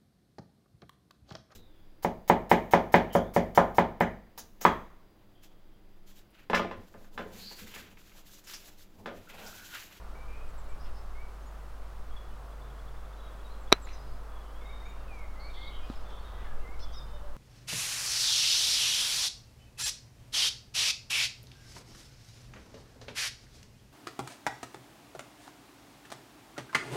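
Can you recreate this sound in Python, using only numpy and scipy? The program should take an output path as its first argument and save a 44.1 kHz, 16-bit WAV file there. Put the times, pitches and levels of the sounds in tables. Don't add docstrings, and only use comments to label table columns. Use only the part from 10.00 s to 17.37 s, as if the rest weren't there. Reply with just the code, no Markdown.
import sys
import numpy as np
from scipy import signal
from scipy.fft import rfft, irfft
from scipy.io import wavfile
from scipy.ndimage import uniform_filter1d

SR = 44100
rng = np.random.default_rng(int(sys.argv[2]) if len(sys.argv) > 2 else 0)


def bounce(signal):
    frames = np.transpose(np.atleast_2d(signal))
    limited = np.clip(frames, -1, 1)
    pcm = np.round(limited * 32767).astype(np.int16)
    wavfile.write(sys.argv[1], SR, pcm)


def ratio(d):
    e = np.asarray(d, float) / 20
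    return 10 ** e


N = 324884
T = np.arange(N) / SR


def unit(x):
    return x / np.sqrt(np.mean(x ** 2))


def curve(rows):
    return np.interp(T, *np.transpose(rows))


def filtered_noise(low_hz, high_hz):
    sos = signal.butter(2, [low_hz, high_hz], "band", fs=SR, output="sos")
    return unit(signal.sosfilt(sos, rng.standard_normal(N)))


def band(n, hz, width_hz):
    settle = 2000
    b, a = signal.iirpeak(hz, hz / (1.5 * width_hz), SR)
    once = signal.lfilter(b, a, rng.standard_normal(n + settle))
    return unit(signal.lfilter(b, a, once)[settle:])


def walk(rate_hz):
    hold = int(SR / rate_hz)
    steps = np.repeat(rng.standard_normal(N // hold + 1), hold)
    return unit(uniform_filter1d(uniform_filter1d(steps, hold), hold)[:N])


def add(out, s, x):
    i = int(s * SR)
    out[i:i + len(x)] += x[:N - i]


def ring(hz, t60_s, length_s=.25):
    t = T[:int(length_s * SR)]
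    return np.sin(2 * np.pi * hz * t) * 1000. ** (-t / t60_s)


# f/Hz, density/dB per Hz
TRAFFIC_SPECTRUM = [(55, -18.5), (75, -1), (110, -9.5), (200, -8.5), (280, -11), (420, -9), (520, -7.5),
                    (900, -9), (1250, -8.5), (1700, -17), (2300, -23), (4100, -27.5), (7000, -33),
                    (15800, -37.5)]
# t/s, level/dB
TRAFFIC_SWELL = [(0, -56), (1.99, -57.5), (2.47, -56.5), (3.6, -56), (5.9, -55.5), (6.33, -53.5),
                 (6.92, -57), (7.37, -57)]


def traffic():
    level_db, flicker_db, flicker_hz = -52, 0.252, 8.7
    f = np.maximum(np.arange(N // 2 + 1) * SR / N, 1)
    knot_hz, knot_db = np.transpose(TRAFFIC_SPECTRUM)
    noise = rfft(rng.standard_normal(N)) * ratio(np.interp(np.log(f), np.log(knot_hz), knot_db))
    gain = ratio(level_db) / np.std(irfft(noise, N))
    swell_db = curve(TRAFFIC_SWELL)
    swell_db = swell_db - swell_db.mean()
    out = np.zeros(N)
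    for octave in range(9):
        share = np.clip(1 - abs(np.log2(f / 62.5) - octave), 0, 1)
        road = np.exp(-(octave - 3.5) ** 2 / 5)
        out += irfft(noise * share, N) * ratio(road * swell_db + flicker_db * walk(flicker_hz))
    return gain * out


# t/s, level/dB
WIND_GUSTS = [(0, -38), (.5, -34.5), (.96, -33), (1.4, -43.5), (2.1, -40), (2.7, -45), (3.3, -45.5),
              (3.67, -36.5), (4.3, -43), (5, -39), (5.5, -36.5), (6.0, -37.5), (6.5, -32.5), (7.0, -35),
              (7.37, -37)]


def wind():
    return ratio(curve(WIND_GUSTS)) * (filtered_noise(5, 14) + ratio(-17.5) * filtered_noise(18, 75))


def mains_hum():
    mains_hz, rms_db, phase_rad = 50, -43.5, 4.08
    return ratio(rms_db + 3 + .3 * walk(3)) * np.sin(2 * np.pi * mains_hz * T + phase_rad)


# t/s, length/s, level/dB
ENGINE_SWELLS = [(.2, 0.11, -61), (.42, .6, -64), (1.42, 0.9, -64.5), (2.15, 0.72, -60), (2.8, 0.37, -60.5),
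                 (3.22, 0.2, -59), (3.45, 0.12, -63), (3.85, .55, -61), (4.45, .4, -65.5),
                 (4.901, 0.23, -61), (6.35, .2, -65), (6.923, 0.26, -56)]


def engine_drone():
    tone_hz, floor_db = 132, -69.5
    level = np.full(N, ratio(floor_db))
    for s, length_s, db in ENGINE_SWELLS:
        add(level, s, ratio(db) * signal.windows.tukey(int(length_s * SR), .6))
    flutter = ratio(3 * walk(11))
    hz = tone_hz * (1 + .025 * walk(10))
    return level * flutter * np.sin(2 * np.pi * np.cumsum(hz) / SR)


def note(hz, db, flutter, soft=0.14):
    shape = signal.windows.tukey(len(hz), soft)
    return ratio(db + 4) * flutter * shape * np.sin(2 * np.pi * np.cumsum(hz) / SR)


# t/s, length/s, start f/Hz, end f/Hz, level/dB
FLUTE_NOTES = [(0.151, 0.075, 2270, 2330, -62), (0.328, 0.102, 2454, 2560, -66),
               (.688, .045, 2317, 2300, -67), (1.147, .093, 2130, 2370, -63.5),
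               (2.291, .054, 2970, 2970, -73), (4.598, 0.051, 2280, 2075, -64),
               (4.653, 0.069, 2094, 2310, -61), (4.82, .07, 1960, 2590, -59.5),
               (4.902, 0.13, 2810, 2700, -74), (5.073, .19, 2560, 2004, -59),
               (5.35, .19, 2010, 2460, -62.5), (5.563, 0.15, 2070, 2255, -59.5),
               (5.808, .055, 2440, 2500, -64), (6.324, .11, 1950, 1964, -64.5),
               (6.45, .1, 1780, 1600, -60.5), (6.592, 0.049, 2700, 2770, -71),
               (6.619, 0.053, 2095, 2038, -65.5), (6.648, 0.11, 2010, 2270, -60)]
# t/s, length/s, start f/Hz, end f/Hz, level/dB
PIPER_NOTES = [(3.175, .12, 3900, 3780, -70.5), (3.441, .05, 3920, 3720, -66),
               (3.485, 0.044, 3950, 4220, -68), (4.287, 0.17, 3370, 3334, -68.5),
               (4.417, 0.094, 3050, 3040, -71.5), (4.54, 0.1, 3210, 3570, -67),
               (4.64, 0.262, 3730, 3700, -64.5), (4.898, 0.128, 3660, 3610, -75.5),
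               (6.932, .1, 3750, 3614, -61.5), (7.027, 0.18, 3100, 2940, -74),
               (7.093, 0.095, 3610, 3630, -69)]
# t/s, length/s, start f/Hz, end f/Hz, level/dB
DOVE_COOS = [
    (6.518, 0.24, 462, 461, -63.5),
    (7.101, .24, 592, 576, -61),
]
# t/s, length/s, start
# f/Hz, end f/Hz, level/dB
HEDGE_CHEEPS = [(0.794, 0.083, 4880, 5200, -69), (.94, 0.081, 5100, 5180, -69.5),
                (3.925, .026, 5900, 6250, -71), (3.928, .05, 4980, 5080, -67.5),
                (3.993, 0.042, 5080, 5050, -71), (4.074, .03, 4800, 5060, -70),
                (4.12, 0.048, 5000, 4940, -77), (5.83, .046, 4800, 5000, -74),
                (6.797, .059, 5800, 6000, -73), (6.798, 0.053, 5170, 5350, -62.5),
                (6.92, .035, 4650, 5080, -63), (6.925, .015, 5970, 6300, -66),
                (6.929, .032, 5500, 5750, -66)]
# t/s, f/Hz, level/dB
PIPER_PIPS = [(2.103, 3310, -66), (2.163, 3360, -63), (5.501, 3730, -61), (5.665, 3850, -58),
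              (5.73, 3830, -65), (5.76, 3130, -61), (6.03, 4430, -77), (6.049, 3540, -65),
              (6.09, 3510, -75), (6.11, 3170, -70), (6.139, 3480, -70), (6.188, 4400, -70),
              (6.245, 3770, -66), (6.285, 3200, -72), (6.348, 3210, -65), (6.801, 4250, -68),
              (6.824, 3500, -60)]
# t/s, length/s, start f/Hz, level/dB
HEDGE_FLICKS = [
    (3.89, .02, 6340, -74),
    (3.986, .015, 5000, -69),
    (4.115, 0.014, 4830, -71.5),
    (5.955, .025, 5290, -69),
    (6.835, 0.01, 5250, -62),
    (6.842, .015, 5400, -70),
    (6.957, 0.038, 5340, -56),
    (6.983, 0.0184, 5700, -70.5),
]
# t/s, level/dB
HIGH_SEEPS = [
    (.475, -77),
    (.578, -72),
    (.69, -71),
    (3.607, -75.5),
    (3.817, -64.5),
]
# t/s, level/dB
HIGH_HOOKS = [
    (1.422, -74.5),
    (4.835, -74),
]


def songbook():
    pip_s, pip_sag, flick_fall = 0.036, 0.014, 0.122
    seep_s, seep_from_hz, seep_to_hz = .043, 7800, 6750
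    hook_s, hook_from_hz, hook_to_hz = .08, 5950, 6900
    songs = [(*row, 1.1) for row in [*FLUTE_NOTES, *PIPER_NOTES, *DOVE_COOS]]
    songs += [(*row, .7) for row in HEDGE_CHEEPS]
    songs += [(s, pip_s, hz, hz * (1 - pip_sag), db, 1.1) for s, hz, db in PIPER_PIPS]
    songs += [(s, length_s, hz, hz * (1 - flick_fall), db, 2.1) for s, length_s, hz, db in HEDGE_FLICKS]
    songs += [(s, seep_s, seep_from_hz, seep_to_hz, db, 2.2) for s, db in HIGH_SEEPS]
    songs += [(s, hook_s, hook_from_hz, hook_to_hz, db, .3) for s, db in HIGH_HOOKS]
    return songs


def whistles(flutter):
    out, waver = np.zeros(N), 1 + .008 * walk(120)
    for s, length_s, start_hz, end_hz, db, bend in songbook():
        i, u = int(s * SR), np.linspace(0, 1, int(length_s * SR))
        glide = u ** bend if bend >= 1 else 1 - (1 - u) ** (1 / bend)
        hz = start_hz + (end_hz - start_hz) * glide
        add(out, s, note(hz * waver[i:i + len(u)], db, flutter[i:i + len(u)]))
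    return out


# t/s, length/s, f/Hz, warble depth/Hz, level/dB
BUZZY_TRILLS = [(0.265, .11, 2367, 150, -61), (0.793, 0.094, 5090, 500, -69), (.94, .066, 4950, 500, -70),
                (5.385, .11, 4380, 220, -61), (5.494, 0.25, 4340, 286, -67), (5.518, .165, 3465, 230, -57),
                (5.696, 0.12, 3150, 231, -58.5), (5.78, 0.095, 3050, 300, -66), (3.21, .17, 3400, 170, -75),
                (5.97, .088, 4950, 300, -76), (6.077, 0.139, 3450, 230, -64),
                (6.21, 0.31, 3480, 302, -66.5), (6.84, 0.13, 3330, 200, -65.5), (6.922, .1, 5350, 610, -76),
                (6.804, 0.058, 5080, 804, -64)]


def trills(flutter):
    warble_hz = 225 * (1 + .06 * walk(30))
    warble = np.sin(2 * np.pi * np.cumsum(warble_hz) / SR) + .25 * walk(500)
    out = np.zeros(N)
    for s, length_s, hz, depth_hz, db in BUZZY_TRILLS:
        i, n = int(s * SR), int(length_s * SR)
        add(out, s, note(hz + depth_hz * warble[i:i + n], db, np.sqrt(flutter[i:i + n]), soft=.45))
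    return out


# t/s, peak level/dB, f/Hz
CHIP_RUN = [(2.52, -64, 3380), (2.615, -61, 3510), (2.7, -62, 3340), (2.79, -61, 3360), (2.88, -61, 3430),
            (2.965, -65, 3550), (3.05, -66, 3520), (3.13, -62, 3520), (3.2, -60, 3460), (3.265, -62, 3280),
            (3.309, -65, 3420), (3.355, -74, 3440), (3.4, -61.5, 3340), (3.54, -66, 3330),
            (3.675, -59, 3410)]


def chips():
    out, rise = np.zeros(N), np.linspace(.97, 1.03, int(0.012 * SR))
    for s, db, hz in CHIP_RUN:
        add(out, s, note(hz * rise, db, 0.76))
    return out


def birds():
    trees_db, trees_t60_s, trees_top_hz = -4.5, .5, 4800
    flutter = ratio(3 * walk(90))
    song = whistles(flutter) + trills(flutter) + chips()
    t = T[:SR // 2]
    tail = rng.standard_normal(len(t)) * 1000. ** (-t / trees_t60_s) * np.minimum(t / .02, 1)
    tail = tail / np.sqrt(np.sum(tail ** 2))
    tail = signal.lfilter(*signal.butter(2, trees_top_hz, fs=SR), tail)
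    return song + ratio(trees_db) * signal.fftconvolve(song * flutter[::-1], tail)[:N]


def rustles(rows, width):
    out, t = np.zeros(N), T[:SR // 2]
    for s, rise_s, t60_s, hz, db in rows:
        shape = np.where(t < rise_s, t / rise_s, 1000. ** (-(t - rise_s) / t60_s))
        grain = ratio(2.6 * np.repeat(rng.standard_normal(len(t) // 100 + 1), 100)[:len(t)])
        add(out, s, ratio(db) * shape * grain * band(len(t), hz, width * hz))
    return out


# t/s, rise/s, t60/s, centre f/Hz, level/dB
GRASS_RUSTLES = [
    (.831, .03, .24, 2500, -60.5),
    (3.716, .014, .015, 2500, -30),
    (3.725, .0013, 0.16, 1500, -41),
    (5.135, 0.009, 0.053, 5000, -63.5),
    (5.185, 0.0079, .04, 4900, -62.5),
    (5.399, .15, .5, 3760, -70),
    (5.8, .11, 0.98, 3100, -60.5),
    (6.09, .017, 0.11, 3000, -62),
    (6.362, .1, .15, 1500, -53.5),
    (6.791, 0.0043, 0.089, 3500, -56),
]


def grass():
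    return rustles(GRASS_RUSTLES, 0.6)


# t/s, f/Hz, t60/s, peak level/dB
TURF_THUDS = [
    (5.9, 237, 0.028, -24.5),
    (6.114, 153, 0.051, -44),
    (6.69, 280, 0.026, -39.5),
]


def thuds():
    out = np.zeros(N)
    for s, hz, t60_s, db in TURF_THUDS:
        overtone = ratio(-4) * ring(5 * hz, t60_s / 9)
        tick = ratio(-22) * ring(4000, .012)
        add(out, s, -ratio(db) * (ring(hz, t60_s) - overtone + tick))
    return out


# t/s, rise/s, t60/s, centre f/Hz, level/dB
HEDGE_ECHOES = [
    (3.871, .0005, 0.037, 1780, -44.5),
    (3.88, .01, 0.091, 2590, -55),
    (3.9, .01, 0.27, 2000, -55),
]
# t/s, rise/s, t60/s, centre f/Hz, level/dB
TREE_SCATTER = [
    (3.83, 0.037, 1, 3980, -62.5),
    (3.869, .077, .25, 5900, -68),
]


def echoes():
    return rustles(HEDGE_ECHOES, .36) + rustles(TREE_SCATTER, .09)


# f/Hz, level/dB, t60/s
CLUB_MODES = [(430, -9, 0.0189), (696, -11.5, 0.0059), (1007, 1.5, 0.0038), (1278, -8, 0.01),
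              (1950, -6, 0.0057), (4300, -28.5, .015), (1590, -16, 0.02), (2240, -7, 0.0095),
              (3040, -19.5, 0.021), (3900, 0, 0.011), (4040, -35, 0.0887), (4636, -28, 0.0134),
              (5714, -6.5, 0.0076), (5900, -46.5, 0.069), (6900, -19, 0.0064), (9520, -32, 0.0089),
              (10340, -25.5, 0.008), (11840, -35, .008)]
# t/s, level/dB, contact/ms (negative = push away from listener)
CLUB_BLOWS = [
    (3.7207, -15.5, 0.15),
    (3.724, -29.5, 0.12),
    (3.7222, -8.5, 1),
    (3.7241, -18, 0.1),
    (3.7257, 0.5, 0.02),
    (3.7338, -24, 0.15),
    (3.741, -29, 0.3),
    (3.8712, -40, 0.27),
]


def strike():
    out = np.zeros(N)
    body = sum(ratio(db) * ring(hz, t60_s) for hz, db, t60_s in CLUB_MODES)
    body = body * (1 - np.exp(-T[:len(body)] / 0.0001))
    for s, db, contact_ms in CLUB_BLOWS:
        span = max(abs(contact_ms) * SR / 1000, 1.5)
        push = np.sin(np.pi * np.clip((np.arange(int(span) + 1) + .5) / span, 0, 1))
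        add(out, s, np.sign(contact_ms) * ratio(db) * np.convolve(body, push / push.sum()))
    return signal.sosfilt(signal.butter(2, 170, "high", fs=SR, output="sos"), out)


def scene():
    background = traffic() + wind() + mains_hum() + engine_drone() + birds()
    return (background + grass() + thuds() + echoes() + strike())[None]


def band_limit(x):
    return signal.sosfilt(signal.butter(12, 16420, fs=SR, output="sos"), x)


def record(dry):
    clipped = np.clip(dry, -.96, .96)
    mix = signal.sosfilt(signal.ellip(6, .3, 60, 16000, fs=SR, output="sos"), clipped)
    return band_limit(mix)


dry = scene()
out = record(dry)
bounce(out)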